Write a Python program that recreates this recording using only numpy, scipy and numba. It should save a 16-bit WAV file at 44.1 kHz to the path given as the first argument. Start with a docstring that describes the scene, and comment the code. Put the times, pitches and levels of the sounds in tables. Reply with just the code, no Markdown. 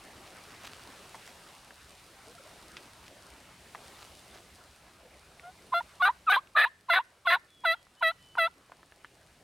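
"""A stubble field in a light breeze, heard from one stereo microphone. Dry leaves rustle and tick from the
start, with short dry snaps and puffs: stalks, and a strutting tom's spit. From about 2 s he drums softly,
ever faster, among faint far hoots and thin whistles. From 5.4 s a wild turkey hen yelps ten times, close by
and a little to the right: each yelp breaks from a whistle down to a reedy note, the middle ones rasping as
a second membrane flaps. The background noise sinks while she calls, then slowly recovers."""
import sys
import numpy as np
from scipy import signal
from scipy.fft import rfft, irfft, next_fast_len
from scipy.io import wavfile
from scipy.ndimage import uniform_filter1d, map_coordinates
from numba import njit

SR = 44100
rng = np.random.default_rng(int(sys.argv[2]) if len(sys.argv) > 2 else 0)


def dump(signal):
    """Clip the signal to [-1, 1] and save it as 16-bit WAV at the path in sys.argv[1]."""
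    limited = np.clip(np.atleast_2d(signal).T, -1, 1)
    pcm = np.round(limited * 32767).astype(np.int16)
    wavfile.write(sys.argv[1], SR, pcm)


N = 415863
TOP_HZ = 16500  # upper limit of the microphone


def amp(db):
    """Decibels to gain."""
    return 10 ** (np.asarray(db) / 20)


def unit(x):
    """x at rms 1."""
    return x / np.sqrt(np.mean(x ** 2) + 1e-20)


def ramp(x):
    """A smooth step from 0 to 1 as x goes from 0 to 1."""
    return np.sin(np.pi / 2 * np.clip(x, 0, 1)) ** 2


def along(points, hz):
    """(Hz, value) points read on a log axis."""
    f, v = np.transpose(points)
    return np.interp(np.log(hz + 1), np.log(f + 1), v)


def curves(rows, t):
    """Each column after the time, read at the times t."""
    s, *cols = np.transpose(rows)
    return [np.interp(t, s, c) for c in cols]


def wobble(rate, size):
    """A smooth random curve, rate knots a second."""
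    knots = rng.standard_normal(int(size * rate / SR) + 4)
    return map_coordinates(knots, [np.arange(size) * rate / SR])


def filtered(x, response):
    """x times a response of frequency."""
    n = x.shape[-1]
    m = next_fast_len(n + 8192)
    return irfft(rfft(x, m) * response(np.fft.rfftfreq(m, 1 / SR)), m)[..., :n]


def coloured(x, spectrum):
    """x shaped by (Hz, dB) points."""
    return filtered(x, lambda hz: amp(along(spectrum, hz)))


def patchy(x, depth_db, bands, frames, size):
    """x with a random gain that drifts over time and frequency."""
    z = signal.stft(x, nperseg=size)[2]
    gains = uniform_filter1d(uniform_filter1d(rng.standard_normal(z.shape[-2:]), bands, 0), frames, 1)
    return signal.istft(z * amp(depth_db * unit(gains)), nperseg=size)[1][..., :x.shape[-1]]


def steady(x, size=200):
    """x held at rms 1 from moment to moment."""
    power = uniform_filter1d(uniform_filter1d(x * x, size), size)
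    return x / np.sqrt(np.abs(power) + 1e-12)


def add(track, s, sound):
    """Mix a sound into the track at time s."""
    start = max(round(s * SR), 0)
    part = track[start:start + len(sound)]
    part += sound[:len(part)]


@njit
def resonate(x, hz, width):
    """A two-pole resonance whose centre moves; gain about 1 at the centre."""
    y = np.zeros(len(x))
    r = np.exp(-np.pi * width / SR)
    for i in range(2, len(x)):
        feedback = 2 * r * np.cos(2 * np.pi * hz[i] / SR) * y[i - 1] - r * r * y[i - 2]
        y[i] = (1 - r) * (x[i] - x[i - 2]) + feedback
    return y


# The air across the microphone. Each row: frequency in Hz, left-right likeness from 0 to 1.
STEREO_LIKENESS = [(60, 1.0), (150, 1.0), (380, 0.99), (950, 0.93), (2380, 0.83), (5980, 0.8), (15000, 1)]


def air_noise(spectrum, patchy_db):
    """Moving air: patchy stereo noise of rms 1, nearly alike on both sides."""
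    pair = patchy(rng.standard_normal((2, N)), patchy_db, bands=6, frames=12, size=512)
    turn = lambda hz: np.arccos(np.clip(along(STEREO_LIKENESS, hz), -1, 1)) / 2
    mid, side = filtered(pair, lambda hz: amp(along(spectrum, hz)) * [np.cos(turn(hz)), np.sin(turn(hz))])
    return unit(np.array([mid + side, mid - side]))


# Level of the background noise. Each row: time in seconds, then rumble, rush and hiss levels in dB.
BACKGROUND_LEVELS = [(0.0, -63.5, -54.5, -58.5), (0.78, -63.5, -54.5, -58), (1.23, -65, -55.5, -57),
                     (1.65, -66, -57.5, -60), (2.1, -66, -58.5, -60), (2.52, -64.5, -56, -58.5),
                     (3.52, -64.5, -57.5, -61), (3.86, -66, -54.5, -57.5), (4.07, -64.5, -56.5, -58),
                     (5.02, -67.5, -61, -64.5), (5.8, -66, -59, -61.5), (6.49, -68.5, -63.5, -67.5),
                     (6.7, -74, -67, -70), (7.96, -72, -65.5, -68.5), (8.25, -65.5, -65, -66.5),
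                     (8.51, -71, -65.5, -68.5), (9.43, -67.5, -63, -66.5)]
# The colours of its three layers. Each row: frequency in Hz, gain in dB.
RUMBLE_SPECTRUM = [(12, -28), (20, -9.5), (32, -3), (60, 3.5), (119, 1.5), (182, -1), (231, -13), (260, -9),
                   (340, -33.5), (570, -120)]
RUSH_SPECTRUM = [(110, -34), (180, -0.5), (236, -1), (401, 1), (451, -1), (612, 1.5), (946, -1),
                 (1330, -1.5), (3000, -8.5), (3900, -41), (6600, -120)]
HISS_SPECTRUM = [(1290, -21.5), (2200, -1), (3370, 1), (3890, 2), (6600, -3.5), (9150, -3), (16300, -18)]


def background():
    """Low rumble, the rush of far trees and the hiss of stubble; the level sinks during the yelps."""
    rumble_db, rush_db, hiss_db = curves(BACKGROUND_LEVELS, np.arange(N) / SR)
    rumble = amp(rumble_db) * air_noise(RUMBLE_SPECTRUM, patchy_db=0.5)
    rush = amp(rush_db) * air_noise(RUSH_SPECTRUM, patchy_db=2.5)
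    hiss = amp(hiss_db) * air_noise(HISS_SPECTRUM, patchy_db=0.5)
    return rumble + rush + hiss


# Leaves brushing in the stubble. Each row: middle in seconds, length in seconds, level in dB.
LEAF_BRUSHES = [(.27, 0.022, -55), (0.652, 0.041, -47.5), (.7, 0.84, -60), (1.28, 0.037, -54.5),
                (1.502, 0.11, -57.5), (3.063, 0.04, -55), (3.86, 0.027, -57.5), (4.03, 0.08, -53),
                (4.356, 0.049, -55.5)]
# The colour of dry leaves. Each row: frequency in Hz, gain in dB.
LEAF_SPECTRUM = [(200, -13.5), (700, -1), (2500, 0.5), (5000, -3.5), (10000, -15.5), (16000, -20.5)]


def rustle(grain_db=7.0, bed_db=-14):
    """Dry leaves crackle, following the background hiss, and brush together now and then."""
    t = np.arange(N) / SR
    hiss_db = curves(BACKGROUND_LEVELS, t)[2]
    stir_db = 3 * wobble(12, N)
    level = amp(hiss_db + bed_db + stir_db)
    for s, length, db in LEAF_BRUSHES:
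        level = level + amp(db) * np.exp(-(2 * (t - s) / length) ** 2)
    grains = rng.standard_normal(N) * amp(grain_db * wobble(700, N))
    return level * unit(coloured(grains, LEAF_SPECTRUM))


# The colour of one tick in the stubble. Each row: frequency in Hz, gain in dB.
TICK_SPECTRUM = [(800, -21), (3000, 2), (6000, 0.5), (9300, 4), (11000, -7.5), (16000, -14)]


def ticks(per_second=14, size_db=11, spread_db=2, t60=.004):
    """Tiny bright ticks in the stubble; their level follows the background hiss."""
    when, chance = rng.random((int(per_second * N / SR), 2)).T
    at = (when * (N - 1)).astype(int)
    hiss_db = curves(BACKGROUND_LEVELS, at / SR)[2]
    sizes = amp(hiss_db + size_db + spread_db * np.minimum(-np.log(chance), 3))
    t = np.arange(SR // 50) / SR
    tick = coloured(rng.standard_normal(len(t)) * amp(-60 * t / t60), TICK_SPECTRUM)
    return signal.fftconvolve(np.bincount(at, sizes, N), tick)[:N]


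# Short dry snaps and puffs ahead of the microphone, among them the tom's spit. Each row: start in
# seconds, relative peak in dB, resonance in Hz, seconds to fall 60 dB.
SHORT_SNAPS = [(0.64, -36.5, 533, 0.029), (1.145, -31, 890, 0.056), (1.707, -36.5, 1120, 0.034),
               (2.768, -25.5, 2450, 0.061), (3.748, -27.5, 940, 0.052), (3.754, -30, 1170, 0.022),
               (5.396, -34.5, 1710, 0.025), (6.472, -41.5, 2180, .03), (7.868, -43.5, 883, 0.025),
               (8.353, -29, 950, 0.057), (8.697, -44, 689, 0.0243), (8.719, -32.5, 900, 0.053),
               (8.83, -41.5, 1340, 0.036), (8.922, -39, 1260, 0.024), (9.046, -30, 1500, 0.045)]


def snaps(width_share=.85, puff_db=-12, gain_db=-1.5, crackle_db=-28):
    """A click and a brief puff of noise through one broad resonance: a dry stalk, or the tom's spit."""
    track, t = np.zeros(N), np.arange(SR // 10) / SR
    for s, db, hz, t60 in SHORT_SNAPS:
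        burst = rng.standard_normal(len(t)) * amp(puff_db - 60 * t / t60)
        burst[SR // 1000] += 3  # the click
        snap = resonate(burst, np.full(len(t), float(hz)), width_share * hz)
        snap = filtered(snap, lambda f: f / (f + 400) / (1 + (f / (2.4 * hz)) ** 4))
        snap = snap + amp(crackle_db) * coloured(burst, LEAF_SPECTRUM)
        add(track, s, amp(db + gain_db) * snap / np.abs(snap).max())
    return track


# The tom's drumming, straight ahead. Each row: time in seconds, relative level in dB.
DRUM_LEVELS = [(1.85, -55), (2.68, -60), (3.33, -52), (4.15, -64), (4.55, -56.5), (6.3, -64)]


def drumming(hz=66, throb_s=0.073, gain_db=-1, count=25):
    """Soft, deep throbs from the tom's chest; each gap shrinks towards the shortest."""
    start_s, first_gap_s, shortest_gap_s, shrink = 1.85, .43, .0555, .885
    track, t = np.zeros(N), np.arange(int(throb_s * SR)) / SR
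    throb = np.hanning(len(t)) * np.sin(2 * np.pi * hz * t)
    gaps = shortest_gap_s + (first_gap_s - shortest_gap_s) * shrink ** np.arange(count)
    beats = start_s + np.cumsum(gaps) - gaps
    for s, db in zip(beats, curves(DRUM_LEVELS, beats)[0]):
        add(track, s - throb_s / 2, amp(db + gain_db) * throb)
    return track


# Faint calls far across the field: short low hoots and a small bird's thin high whistles.
# Each row: start and length in seconds, first and last pitch in Hz, level in dB.
FAR_CALLS = [(2.261, 0.069, 390, 495, -59), (2.346, 0.027, 686, 694, -58), (2.38, 0.012, 1330, 1340, -54.5),
             (2.395, 0.016, 520, 550, -55), (2.451, 0.024, 526, 633, -56.5), (3.94, .03, 3640, 3540, -64),
             (4.18, .03, 3580, 3540, -65), (4.304, .03, 3580, 3540, -64.5), (5.045, 0.028, 533, 488, -57.5),
             (5.149, 0.028, 537, 600, -62), (7.477, .36, 3470, 3250, -65.5),
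             (7.964, 0.18, 3000, 3040, -62.5), (8.18, .24, 3030, 3000, -64.5)]


def far_calls(waver=0.0016):
    """Distant hoots and whistles: pure gliding notes that swell and fade."""
    track = np.zeros(N)
    for s, length, first_hz, last_hz, db in FAR_CALLS:
        n = int(length * SR)
        u = np.linspace(0, 1, n)
        hz = (last_hz + (first_hz - last_hz) * (1 - u) ** 2) * (1 + waver * wobble(68, n))
        swell = np.sqrt(np.abs(np.sin(np.pi * u)))
        add(track, s, amp(db) * unit(swell * np.sin(2 * np.pi * np.cumsum(hz) / SR)))
    return track


def syrinx(pitch, rasp, flap_hz, flap_depth=1.2, buzz_db=-12):
    """One membrane pulses; driven hard, a slower one flaps against it and the air turns to noise."""
    waver, rasp_jitter, flap_jitter = .007, .04, .07  # shares of the frequency
    air_db, whistle_air_db, rasp_air_db = -31, -15, -4
    n = len(pitch)
    hz = pitch * (1 + waver * wobble(250, n) + rasp_jitter * rasp * wobble(503.7, n))
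    # in fast glides the cycles come unevenly, which smears the overtones
    glide_rate = uniform_filter1d(np.abs(np.gradient(np.log(pitch))) * SR, size=200)
    gliding = np.clip(glide_rate / 14, 0, 1) ** 1.5
    phase = 2 * np.pi * np.cumsum(hz) / SR + .24 * gliding * wobble(900, n)
    # the high register is a breathy whistle with weak overtones
    whistle = np.clip((pitch - 800) / 150, 0, 1) * (1 - rasp)
    orders = np.arange(1, 26)[:, None]
    strengths = orders ** (-1.5 * whistle) * (orders * hz < TOP_HZ)
    windpipe_lag = orders ** 2 * np.pi / 6  # spreads each pulse in time
    pulses = unit(np.sum(np.cos(orders * phase - windpipe_lag) * strengths, axis=0))
    # the second membrane throttles the first and sounds weakly itself, with their sum tone
    flap_phase = 2 * np.pi * np.cumsum(flap_hz * (1 + flap_jitter * wobble(298.6, n))) / SR
    throttle = np.exp(flap_depth * rasp * np.cos(flap_phase))
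    buzz = amp(buzz_db) * rasp * (np.cos(flap_phase) + 2 * np.cos(phase + flap_phase))
    breath = amp(air_db) + amp(whistle_air_db) * whistle + amp(rasp_air_db) * rasp * (1 + np.cos(phase))
    return pulses * throttle + buzz + breath * rng.standard_normal(n)


# The hen's throat at close range, its low body and treble edge. Each row: frequency in Hz, gain in dB.
THROAT_BODY = [(250, -19.5), (370, -19), (460, -6.5), (650, 3.5), (745, 1), (1000, 0), (1130, -4),
               (1400, -0.5), (1620, -3), (1900, -4), (2400, -14.5), (3000, -40.5), (4000, -68)]
THROAT_EDGE = [(1800, -58), (2250, -2), (2600, 5.5), (3100, -2.5), (3400, 4.5), (3650, 1.5), (3980, 4),
               (4450, -17.5), (4700, -13), (5300, -30.5), (6000, -26), (7400, -42), (9300, -15),
               (10800, -44), (12100, -19.5), (13300, -22), (16200, -37)]


def yelp(note, lead, tail, beak, rasp, attack_s=.029, release_s=.05):
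    """A whistle breaks down to a reedy note and flips back up; the beak sweeps a resonance over it."""
    _, length, note_hz, bow, rise, level_db, treble_db = note
    (lead_s, lead_hz, fall, lead_db), (tail_s, tail_hz, tail_db) = lead, tail
    (open_hz, widest), (rasp_after, rasp_depth, flap_hz) = beak, rasp
    break_s, break_dip_db, break_rasp = .0035, 4, .067  # the voice stumbles as it changes register
    rasp_lift, rasp_wander, tail_octaves_per_s = .066, .04, 11
    shut_hz, shut_treble_db, bypass_db = 1150, -8, -18  # a shut beak muffles the overtones
    sag_db, rasp_loss_db, flutter_db = -2, 3.4, 2.4

    t = np.arange(-lead_s, length + tail_s, 1 / SR)
    u = np.clip(t / length, 0, 1)
    after = lambda s: ramp((t - s) / break_s + .5)
    arch = lambda x: np.abs(np.sin(np.pi * x)) ** .6
    reedy = after(0) - after(length)
    breaking = np.exp(-(t / break_s) ** 2) + np.exp(-((t - length) / break_s) ** 2)
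    rasping = after(rasp_after) * reedy * rasp_depth
    ends = (1 - arch(u)) ** 2  # towards both ends the note is higher and duller

    lurch = rasping * (rasp_lift + rasp_wander * wobble(110, len(t)))
    reed_hz = note_hz * (1 + bow * ends + rise * (u - .5) + lurch)
    rising_hz = tail_hz * 2 ** (tail_octaves_per_s * (t - length))
    whistle_hz = np.where(u < .5, lead_hz * 2 ** (-fall * t), rising_hz)
    pitch = reedy * reed_hz + (1 - reedy) * whistle_hz
    source = syrinx(pitch, np.clip(rasping + break_rasp * breaking, 0, 1), flap_hz)

    opening = arch(np.interp(u, [0, widest, 1], [0, .5, 1]))
    beak_hz = shut_hz + (open_hz - shut_hz) * opening
    width_hz = 300 + 130 * rasp_depth ** 2  # rasping damps the beak's resonance
    body = coloured(resonate(source, beak_hz, width_hz) + amp(bypass_db) * source, THROAT_BODY)
    flickering = patchy(source, depth_db=3, bands=6, frames=4, size=384)
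    edge = steady(coloured(flickering, THROAT_EDGE))

    body_db = level_db + lead_db * (1 - after(0)) + tail_db * after(length) - break_dip_db * breaking
    body_db += sag_db * reedy * (u ** 2 - 1 / 4)  # the note loses force
    body_db += rasping * (flutter_db * np.tanh(wobble(140, len(t))) - rasp_loss_db)  # rasp wastes breath
    envelope = ramp((t + lead_s) / attack_s) * ramp((length + tail_s - t) / release_s)
    return envelope * (amp(body_db) * body + amp(treble_db + shut_treble_db * ends) * edge)


# The hen, close to the microphone. Each row: the note's start and length in seconds, pitch in Hz,
# bow and rise as shares of the pitch, body and treble gains in dB;
# the lead whistle's length in seconds, last pitch in Hz, fall in octaves a second, offset in dB;
# the tail whistle's length in seconds, first pitch in Hz, offset in dB;
# the open beak's resonance in Hz, the share of the note at which it is widest;
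# the rasp's delay in seconds, depth from 0 to 1 and flap rate in Hz.
HEN_YELPS = [(5.436, 0.08, 718, 0.013, .09, -32.5, -76,  0.018, 700, -2, -5,  0.014, 752, 4,  840, .7,  .03, 0.05, 372),
             (5.739, 0.067, 688.3, 0.014, 0.047, -11.5, -39.5,  .022, 1034, 0, 6.5,  0.017, 910, 12,  1150, .8,  0.035, 0, 360),
             (6.021, 0.067, 738.3, 0.016, 0.065, -10.5, -35,  0.025, 1106, 2.5, 3,  0.031, 890, 8.5,  1440, .25,  .03, .7, 410),
             (6.297, .068, 724.5, 0.052, -0.043, -11, -30.5,  .034, 1160, 9, 4,  .04, 950, 2.5,  1720, 0.71,  .022, 0.9, 370),
             (6.561, 0.092, 1191, 0.0077, 0.032, -10, -31,  0.013, 1210, 1, 8.5,  0.039, 880, -6.5,  1937, 0.86,  .001, 0.99, 510),
             (6.898, 0.092, 675, 0.14, 0.022, -7, -31.5,  .016, 996, 7.5, 0.5,  0.033, 880, -0.5,  2000, 0.38,  .033, 0.8, 380),
             (7.27, .091, 661.6, .16, -0.02, -8, -31.5,  0.023, 1061, 5, -5,  .024, 880, -0.5,  1930, 0.38,  .032, .85, 360),
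             (7.649, .1, 656, 0.22, 0.016, -7.5, -33,  0.015, 900, 17.5, 2.5,  0.012, 880, 0,  1950, 0.45,  .05, 0.02, 360),
             (8.024, 0.095, 649, 0.18, 0.019, -7, -33.5,  .018, 914, 15.5, -1.5,  0.0098, 920, -1,  1900, 0.39,  .05, 0.02, 353),
             (8.381, .097, 658.2, 0.17, -.005, -6.5, -33,  0.014, 920, 14.5, 5,  0.0148, 910, -1,  1820, 0.35,  .05, 0.03, 356)]


def yelps():
    """The hen's run of yelps; each starts with its whistle, just before the note."""
    track = np.zeros(N)
    for row in HEN_YELPS:
        note, lead, tail, beak, rasp = np.split(np.array(row), [7, 11, 14, 16])
        add(track, note[0] - lead[0], yelp(note, lead, tail, beak, rasp))
    return track


# The echo's decay over the field. Each row: frequency in Hz, seconds to fall 60 dB.
FIELD_DECAY = [(500, 0.17), (1500, 0.39), (4000, 0.45), (12000, 0.21)]
# The far tree line's echo and the near stubble's sideways scatter. 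Each row: frequency in Hz, gain in dB.
TREE_ECHO = [(300, -13.5), (800, -7.5), (1400, -1), (1900, 3), (2400, -4.5), (4000, -7.5), (12000, -17.5)]
SIDE_SCATTER = [(800, -35.5), (2000, -6.5), (4000, 1.5), (9500, 3), (11500, -35)]


def field(x, near_db=-28, near_t60=.05, far_db=-31, side_db=-10, side_t60=.01):
    """Stubble scatters sound briefly, unequally left and right; the tree line returns a faint tail."""
    hz, t, z = signal.stft(rng.standard_normal((2, SR // 2)), SR, nperseg=256)
    tail = signal.istft(z * amp(-60 * t / along(FIELD_DECAY, hz)[:, None]), SR, nperseg=256)[1]
    age = np.arange(tail.shape[1]) / SR
    near = rng.standard_normal(len(age)) * amp(-60 * age / near_t60)
    side = rng.standard_normal(len(age)) * amp(-60 * age / side_t60)
    echo = lambda answer: signal.fftconvolve(x, answer / np.linalg.norm(answer))[:N]
    far = amp(far_db) * coloured(np.array([echo(tail[0]), echo(tail[1])]), TREE_ECHO)
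    sideways = np.outer([1, -1], amp(side_db) * coloured(echo(side), SIDE_SCATTER))
    return x + amp(near_db) * echo(near) + sideways + far


# The hen's place in the stereo image. Each row: frequency in Hz, left over right in dB.
HEN_BALANCE = [(700, 0), (1000, -1.5), (1650, 2), (2100, -3.5), (2950, 4), (3350, 0), (3780, 4),
               (4050, -3.5), (5500, -1), (7500, 0), (9000, -2.5), (11000, 0)]


def scene():
    """From the microphone: the hen a little to the right, everything else centred."""
    balance = lambda hz: amp(np.outer([.5, -.5], along(HEN_BALANCE, hz)))
    hen = filtered(field(yelps()), balance)
    return hen + snaps() + drumming() + far_calls() + rustle() + ticks() + background()


def record(dry):
    """The microphone keeps nothing above its band limit."""
    return filtered(dry, lambda hz: hz < TOP_HZ)


dry = scene()
out = record(dry)
dump(out)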